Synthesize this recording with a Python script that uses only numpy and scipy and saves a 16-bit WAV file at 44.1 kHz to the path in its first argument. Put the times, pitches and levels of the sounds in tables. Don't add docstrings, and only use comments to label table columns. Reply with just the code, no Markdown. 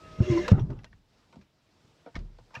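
import sys
import numpy as np
from scipy import signal
from scipy.io import wavfile

SR = 44100
rng = np.random.default_rng(int(sys.argv[2]) if len(sys.argv) > 2 else 0)


def generate_wav(signal):
    frames = np.transpose(np.atleast_2d(signal))
    scaled = np.clip(frames, -1, 1) * 32767
    pcm = np.round(scaled).astype(np.int16)
    wavfile.write(sys.argv[1], SR, pcm)


def attenuation_scalar(level_db):
    decades = np.asarray(level_db, float) / 20
    return 10 ** decades


N = 114660
T = np.arange(N) / SR
RISE_S = .004


def rms_one(x):
    return x / np.sqrt(np.mean(x ** 2) + 1e-20)


def white():
    return rng.standard_normal(N)


def in_time(rows):
    s, *columns = np.transpose(rows)
    return [np.interp(T, s, c) for c in columns]


def active(rows):
    return (T > rows[0][0]) * (T < rows[-1][0])


def phase_of(hz):
    return 2 * np.pi * np.cumsum(hz) / SR


def glide(rows):
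    hz, db = in_time(rows)
    return attenuation_scalar(db) * np.sqrt(2) * np.sin(phase_of(hz)) * active(rows)


def drift(rate_hz):
    r = np.exp(-80 * np.pi * rate_hz / SR)
    slow = signal.lfilter([1], [1, -2 * r, r * r], rng.standard_normal(N // 40 + 2002))[2000:]
    return np.interp(np.arange(N) / 40, np.arange(len(slow)), rms_one(slow))


def cut(x, hz, kind, order=2):
    sos = signal.butter(order, np.clip(hz, 10, .45 * SR), kind, fs=SR, output="sos")
    return signal.sosfilt(sos, x)


def resonate(x, peaks):
    out = 0
    for k, (hz, width_hz, db) in enumerate(peaks):
        r = np.exp(-np.pi * width_hz / SR)
        poles = [1, -2 * r * np.cos(2 * np.pi * hz / SR), r * r]
        ring = signal.lfilter([(1 - r * r) / 2, 0, (r * r - 1) / 2], poles, x)
        out = out + (-1) ** k * attenuation_scalar(db) * ring
    return out


def wandering(x, peaks, shift_db, rate_hz):
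    out = 0
    for k, peak in enumerate(peaks):
        out = out + (-1) ** k * attenuation_scalar(shift_db * drift(rate_hz)) * resonate(x, [peak])
    return out


def coloured(spectrum, patchy_db):
    out, edges_hz = 0, 22 * 2 ** np.arange(0, 9.6, .5)
    sources = rng.standard_normal((2, N))
    hz, db = np.transpose(spectrum)
    for k, (low, high) in enumerate(zip(edges_hz, edges_hz[1:])):
        level_db = np.interp(np.log(low * high) / 2, np.log(hz), db, left=-90)
        band = cut(sources[k % 2], [low, high], "band")
        out = out + attenuation_scalar(level_db + patchy_db * drift(12)) * band
    return rms_one(out)


def after(start_s, db_per_s):
    since = T - start_s
    return np.clip(since / RISE_S, 0, 1) * attenuation_scalar(-db_per_s * np.maximum(since, 0))


# t/s, commutator f/Hz, whine level/dB, hiss level/dB
MOTOR_RUN = [(0, 638, -67.5, -91), (.04, 637, -61, -61.5), (.205, 634, -56.5, -56.5),
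             (.228, 616.6, -45, -47), (.29, 601, -44, -48.5), (.31, 619, -48, -43.5),
             (.325, 602.5, -46, -41), (.355, 579.5, -42, -43.5), (.39, 594, -41, -41.5),
             (.405, 585, -48.5, -45.5), (.42, 596.3, -44, -45.5), (.5, 602, -46.5, -45),
             (.522, 600, -45, -41), (.528, 606, -92, -59), (.625, 594, -103, -62.5)]
# f/Hz, density/dB per Hz
BRUSH_HISS = [(300, -35), (460, 3), (700, -2), (848, -31.5), (1020, 2), (1260, -12.5), (2140, -6),
              (2490, -9), (5450, -13.5), (15000, -75)]
# f/Hz, width/Hz, level/dB
HOUSING_PEAKS = [(989, 31, 6.5), (1360, 38, 10), (1730, 94, 2.5), (2092, 50, 11.5), (2760, 70, 6.5),
                 (3354, 70, 7.5), (3830, 120, -4), (4360, 83, 5.5), (5467, 220, 1.5), (6630, 520, 11)]
# f/Hz, width/Hz, level/dB
GEAR_PEAKS = [(454.5, 83, 12.5)]


def motor():
    hz, whine_db, hiss_db = in_time(MOTOR_RUN)
    phase = phase_of(hz * (1 + .003 * drift(25)))
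    load_db = np.maximum(whine_db - MOTOR_RUN[1][2], 0)
    fourth = attenuation_scalar(-17.5 + 1.8 * drift(17)) * np.sin(4 * phase)
    octave_gain = attenuation_scalar(6.5 - 1.3 * load_db)
    whine = np.sin(phase) * attenuation_scalar(1.5 * drift(37)) + octave_gain * (np.sin(2 * phase) + fourth)

    noise = coloured(BRUSH_HISS, patchy_db=1.7)
    hiss = rms_one(noise + wandering(noise, HOUSING_PEAKS, shift_db=4, rate_hz=7.5))
    hiss = cut(hiss, 7600, "low") * attenuation_scalar(.5 * drift(60))

    rumble = rms_one(cut(cut(white(), 218, "low"), 30, "high"))
    rumble = rumble + resonate(white(), GEAR_PEAKS)
    rumble_db = -59.5 + .81 * (hiss_db + 68.5)

    stop = np.clip((MOTOR_RUN[-1][0] - T) / RISE_S, 0, 1)
    return stop * (np.sqrt(2) * attenuation_scalar(whine_db) * whine + attenuation_scalar(hiss_db) * hiss + attenuation_scalar(rumble_db) * rumble)


# t/s, level/dB
AIR_LEVEL = [
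    (0, -56),
    (1.05, -71.5),
    (1.15, -65.5),
    (1.3, -65.5),
    (1.5, -71),
    (1.66, -68),
    (1.85, -63.5),
    (2.1, -65),
    (2.3, -68.5),
    (2.6, -63.5),
]
# f/Hz, density/dB per Hz
AIR_SPECTRUM = [(15, -37), (25, -11.5), (136, -1), (536, -11), (597, -12), (1700, -18), (5860, -21.5),
                (8090, -36), (15400, -50)]


def cabin_air():
    return attenuation_scalar(in_time(AIR_LEVEL)[0]) * coloured(AIR_SPECTRUM, patchy_db=1.5)


# f/blow pitch, level/dB, cycles to -60 dB
PANEL_MODES = [(.63, -8.5, 10.5), (1, 2, 10.5), (1.84, -3.5, 16), (2.25, -20.5, 4.5), (3.06, -15, 15.5),
               (4.5, -23.5, 57), (5.7, -28.5, 47)]
# t/s, level/dB, pitch f/Hz, overtones level/dB, ring-length factor
BLOWS = [(0.185, -29, 91.7, 15.5, 1.8), (0.202, -8.5, 116, -3.5, 0.85), (0.297, -15, 128.5, -7, 1.8),
         (0.515, -2.5, 103.2, 3.5, 0.75), (0.525, -11.5, 106.7, 6.5, 0.55),
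         (0.5388, -13.5, 141.7, -35, 1.3), (0.577, -24, 105, -17, 0.93), (0.692, -28, 130.3, -5, 1.85),
         (0.707, -28, 131.5, 7, 1.87), (0.767, -40.5, 114, -15, 3.8), (0.938, -47.5, 92.2, -7, 0.75),
         (1.343, -52, 203, -16, 1), (1.366, -40.5, 239, -8, 1.07), (1.389, -45.5, 200, -8, 2),
         (1.373, -52, 78.4, -2.5, 2), (.64, -38, 56.2, -10, 1.7), (1.846, -54.5, 105, -13, 0.25),
         (2.063, -41.5, 285, 4, 2.3), (2.147, -37, 71, -16, 0.78), (2.161, -29.5, 152.4, 5.5, 0.37),
         (2.399, -50, 117, -17.5, 2.8), (2.569, -39, 126, -6, 2.4)]


def thuds():
    out, t = np.zeros(N + SR), np.arange(SR // 2) / SR
    rise = np.sin(np.pi / 2 * np.minimum(t * 1000 / 4.5, 1)) ** 2
    for s, db, pitch_hz, overtones_db, ring_share in BLOWS:
        rings = 0
        for k, (multiple, mode_db, cycles) in enumerate(PANEL_MODES):
            hz = pitch_hz * multiple
            ring_db = mode_db + overtones_db * (k > 1) - 60 * t * hz / (cycles * ring_share)
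            rings = rings + (-1) ** k * attenuation_scalar(ring_db) * np.cos(2 * np.pi * hz * t)
        blow = cut(rings * rise, 20, "high")
        out[int(s * SR):int(s * SR) + len(t)] += attenuation_scalar(db) * blow / np.abs(blow).max()
    return out[:N]


# t/s, f/Hz, level/dB
SEAL_MOAN = [
    (.2, 362.6, -58),
    (.222, 356, -24.5),
    (.25, 352.3, -56),
    (.278, 375, -33),
    (.32, 345, -22.5),
    (.35, 337, -26),
    (.375, 336.8, -23),
    (.41, 352, -30.5),
    (.47, 368, -53),
]
# multiple, level/dB
MOAN_PARTIALS = [(2, -28), (3, -28.5)]


def seal():
    hz, db = in_time(SEAL_MOAN)
    phase = phase_of(hz * (1 + .005 * drift(40)))
    tone = np.sin(phase) * attenuation_scalar(2 * drift(27.8))
    for multiple, partial_db in MOAN_PARTIALS:
        level_db = partial_db + .8 * (db + 24) + 4 * drift(20)
        tone = tone + attenuation_scalar(level_db) * np.sin(round(multiple) * phase)
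    return np.sqrt(2) * attenuation_scalar(db) * tone * active(SEAL_MOAN)


# t/s, level/dB, centre f/Hz, broad crack level/dB, t60/ms
CLICK_EVENTS = [(0.202, -43.5, 720, -31.5, 21), (0.4803, -36.5, 890, 2.5, 55), (0.514, -40, 1185, -9, 60),
                (.595, -55, 3450, 0.5, 44), (.702, -52.5, 884, -8, 90), (0.789, -61, 1970, -14, 56),
                (.731, -70, 2800, -1, 31), (.834, -68, 2490, 2, 30), (0.8435, -56, 1090, 6, 43),
                (.853, -63, 694, -7, 85), (0.929, -61, 1870, -17, 58), (1.326, -59, 1160, -7, 110),
                (1.357, -57.5, 610, -9, 100), (1.412, -71.5, 2550, 5, 110), (2.061, -48, 880, -22, 113),
                (2.144, -55.5, 1610, -23, 56), (2.154, -45.5, 2180, -6, 81), (2.162, -47.5, 690, -2.5, 72),
                (2.171, -80, 4340, 0, 100), (2.19, -75.5, 4650, 15.5, 102), (2.385, -55, 782, -10, 95),
                (2.505, -59.5, 1080, -12.5, 180), (2.533, -61, 1500, -22, 410), (2.542, -54, 980, -1, 430),
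                (2.551, -46.5, 2840, -3, 65), (2.563, -49, 1000, -14, 67)]
# f/Hz, level/dB
TRIM_MODES = [(480, 9), (700, 8.5), (920, 8.5), (1200, 2), (1480, 0), (1760, -1), (2300, -7.5), (2760, -6),
              (3400, -20.5), (4500, -13), (5600, -0.5)]


def clicks():
    out, t = np.zeros(N + SR), np.arange(SR // 4) / SR
    size = (len(CLICK_EVENTS), len(t))
    grit = rng.standard_normal(size) * attenuation_scalar(1.4 * rng.exponential(1, size))
    offsets_db = rng.normal(0, 1.5, (len(CLICK_EVENTS), len(TRIM_MODES)))
    wide = 2 ** .8
    for (s, db, hz, crack_db, t60_ms), noise, own_db in zip(CLICK_EVENTS, grit, offsets_db):
        decay = attenuation_scalar(-60000 * t / t60_ms) + 1.3 * np.exp(-t / .0012)
        burst = noise * np.minimum(t * 1000 / .8, 1) * decay

        modes = [(f, f / 24 + 30, g + o) for (f, g), o in zip(TRIM_MODES, own_db)]
        body = cut(burst, [hz / wide, hz * wide], "band")
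        body = body + attenuation_scalar(11) * resonate(body, modes + [(hz, hz / 7, 2)])

        crack = cut(burst, [400, 3500], "band", order=1)
        crack = cut(crack, 6500, "low", order=4) + attenuation_scalar(-24) * crack

        click = 0
        for gain, x in ((1, body), (attenuation_scalar(crack_db), crack)):
            click = click + gain * x / np.sqrt(np.mean(x[:SR // 100] ** 2))
        out[int(s * SR):int(s * SR) + len(t)] += attenuation_scalar(db) * click
    return out[:N]


# t/s, length/s, f/Hz, level/dB
SQUEAL_EVENTS = [(.22, .05, 2760, -52), (.325, 0.06, 2790, -51.5), (.37, .035, 1994, -47),
                 (.372, 0.031, 1017, -37), (.41, .03, 1760, -49), (.448, .022, 1640, -44),
                 (.48, 0.0071, 10780, -62.5), (.48, 0.006, 12800, -60), (.4795, .01, 1035, -31.5),
                 (.484, .025, 502, -32.5), (.595, 0.021, 5800, -65), (.6, .03, 3280, -68),
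                 (.788, 0.011, 2680, -63), (.843, 0.032, 1535, -62.5), (.845, .012, 3300, -60),
                 (.862, 0.028, 2750, -70), (.862, .025, 1870, -69), (.928, 0.0085, 1810, -57),
                 (2.061, 0.037, 479, -52), (2.061, 0.048, 867, -69), (2.153, 0.02, 1820, -43),
                 (2.153, 0.014, 2228, -42), (2.155, 0.027, 1254, -52.5), (2.385, 0.022, 341, -64),
                 (2.541, 0.036, 914, -45.5), (2.543, .008, 5030, -61), (2.55, 0.03, 2760, -48.5),
                 (2.552, 0.013, 2420, -43), (2.55, 0.017, 1640, -44.5), (2.561, 0.017, 1804, -44),
                 (2.578, 0.013, 2510, -55.5), (2.56, 0.019, 1203, -50)]
# t/s, f/Hz, level/dB
WHISTLE_ARCH = [
    (.78, 9700, -100),
    (.81, 10300, -98),
    (.845, 10460, -89),
    (.875, 10400, -100),
    (.92, 9900, -100),
]


def squeals():
    out, wobble, flutter_db = np.zeros(N), .008 * drift(150), 2.5 * drift(120)
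    for k, (s, length_s, hz, db) in enumerate(SQUEAL_EVENTS):
        now = np.flatnonzero((T > s) & (T < s + length_s))
        own = (now + 997 * k) % N
        shape = np.sin(np.pi * np.sqrt((T[now] - s) / length_s))
        tone = np.sin(phase_of(hz * (1 + wobble[own])))
        out[now] += attenuation_scalar(db + flutter_db[own]) * np.sqrt(2) * shape * tone
    return out + glide(WHISTLE_ARCH)


# t/s, level/dB, decay/dB per s
RATTLE_BURSTS = [
    (0.516, -27, 172),
    (0.574, -32.5, 302),
    (0.695, -37, 200),
    (1.329, -59.5, 116),
    (2.164, -50, 144),
]
# f/Hz, level/dB
LOOSE_PARTS = [(300, 6.5), (400, 5), (490, -3), (600, -3.5), (780, -7), (950, -6.5), (1250, -10.5),
               (1500, -17.5), (1900, -20.5)]


def rattle():
    contacts = rms_one(white() * attenuation_scalar(1.5 * rng.exponential(1, N)))
    force = sum(attenuation_scalar(db) * after(s, db_per_s) for s, db, db_per_s in RATTLE_BURSTS)
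    peaks = [(hz, 40 + hz / 12, db) for hz, db in LOOSE_PARTS]
    ringing = wandering(contacts * force, peaks, shift_db=3, rate_hz=10.5)
    return 3 * cut(ringing, 1900, "low", order=4)


def shudder():
    low = rms_one(cut(cut(white(), 200, "low", order=4), 75, "high")) * attenuation_scalar(1.7 * drift(15))
    low = low + attenuation_scalar(1) * rms_one(cut(white(), [25, 56.5], "band"))
    shake = attenuation_scalar(-29.5) * after(.52, db_per_s=84) * low

    sway_s, sway_hz, sway_t60_s = 2.175, 36, .52
    sway = attenuation_scalar(2 * drift(21)) * np.sin(2 * np.pi * sway_hz * (T - sway_s))
    sway = sway + .36 * rms_one(cut(white(), [45, 130], "band"))
    onset = np.clip((T - sway_s) / .0049, 0, 1)
    return shake + attenuation_scalar(-30) * after(sway_s, 60 / sway_t60_s) * onset * sway


# t/s, f/Hz, level/dB
REBOUND_GLIDE = [
    (.595, 105, -66),
    (.615, 103, -25),
    (.635, 129, -24),
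    (.648, 165, -29),
    (.668, 160, -64),
]


def rebound():
    return glide(REBOUND_GLIDE)


def scene():
    door = thuds() + rattle() + shudder() + rebound()
    mix = motor() + cabin_air() + seal() + clicks() + squeals() + door
    return mix[None]


def top_cut(x):
    return signal.sosfilt(signal.butter(12, 15580, fs=SR, output="sos"), x)


def record(dry):
    top = .85
    hiss = attenuation_scalar(-89) * cut(white(), 8000, "high")
    return top_cut(top * np.tanh(dry / top) + hiss)


dry = scene()
out = record(dry)
generate_wav(out)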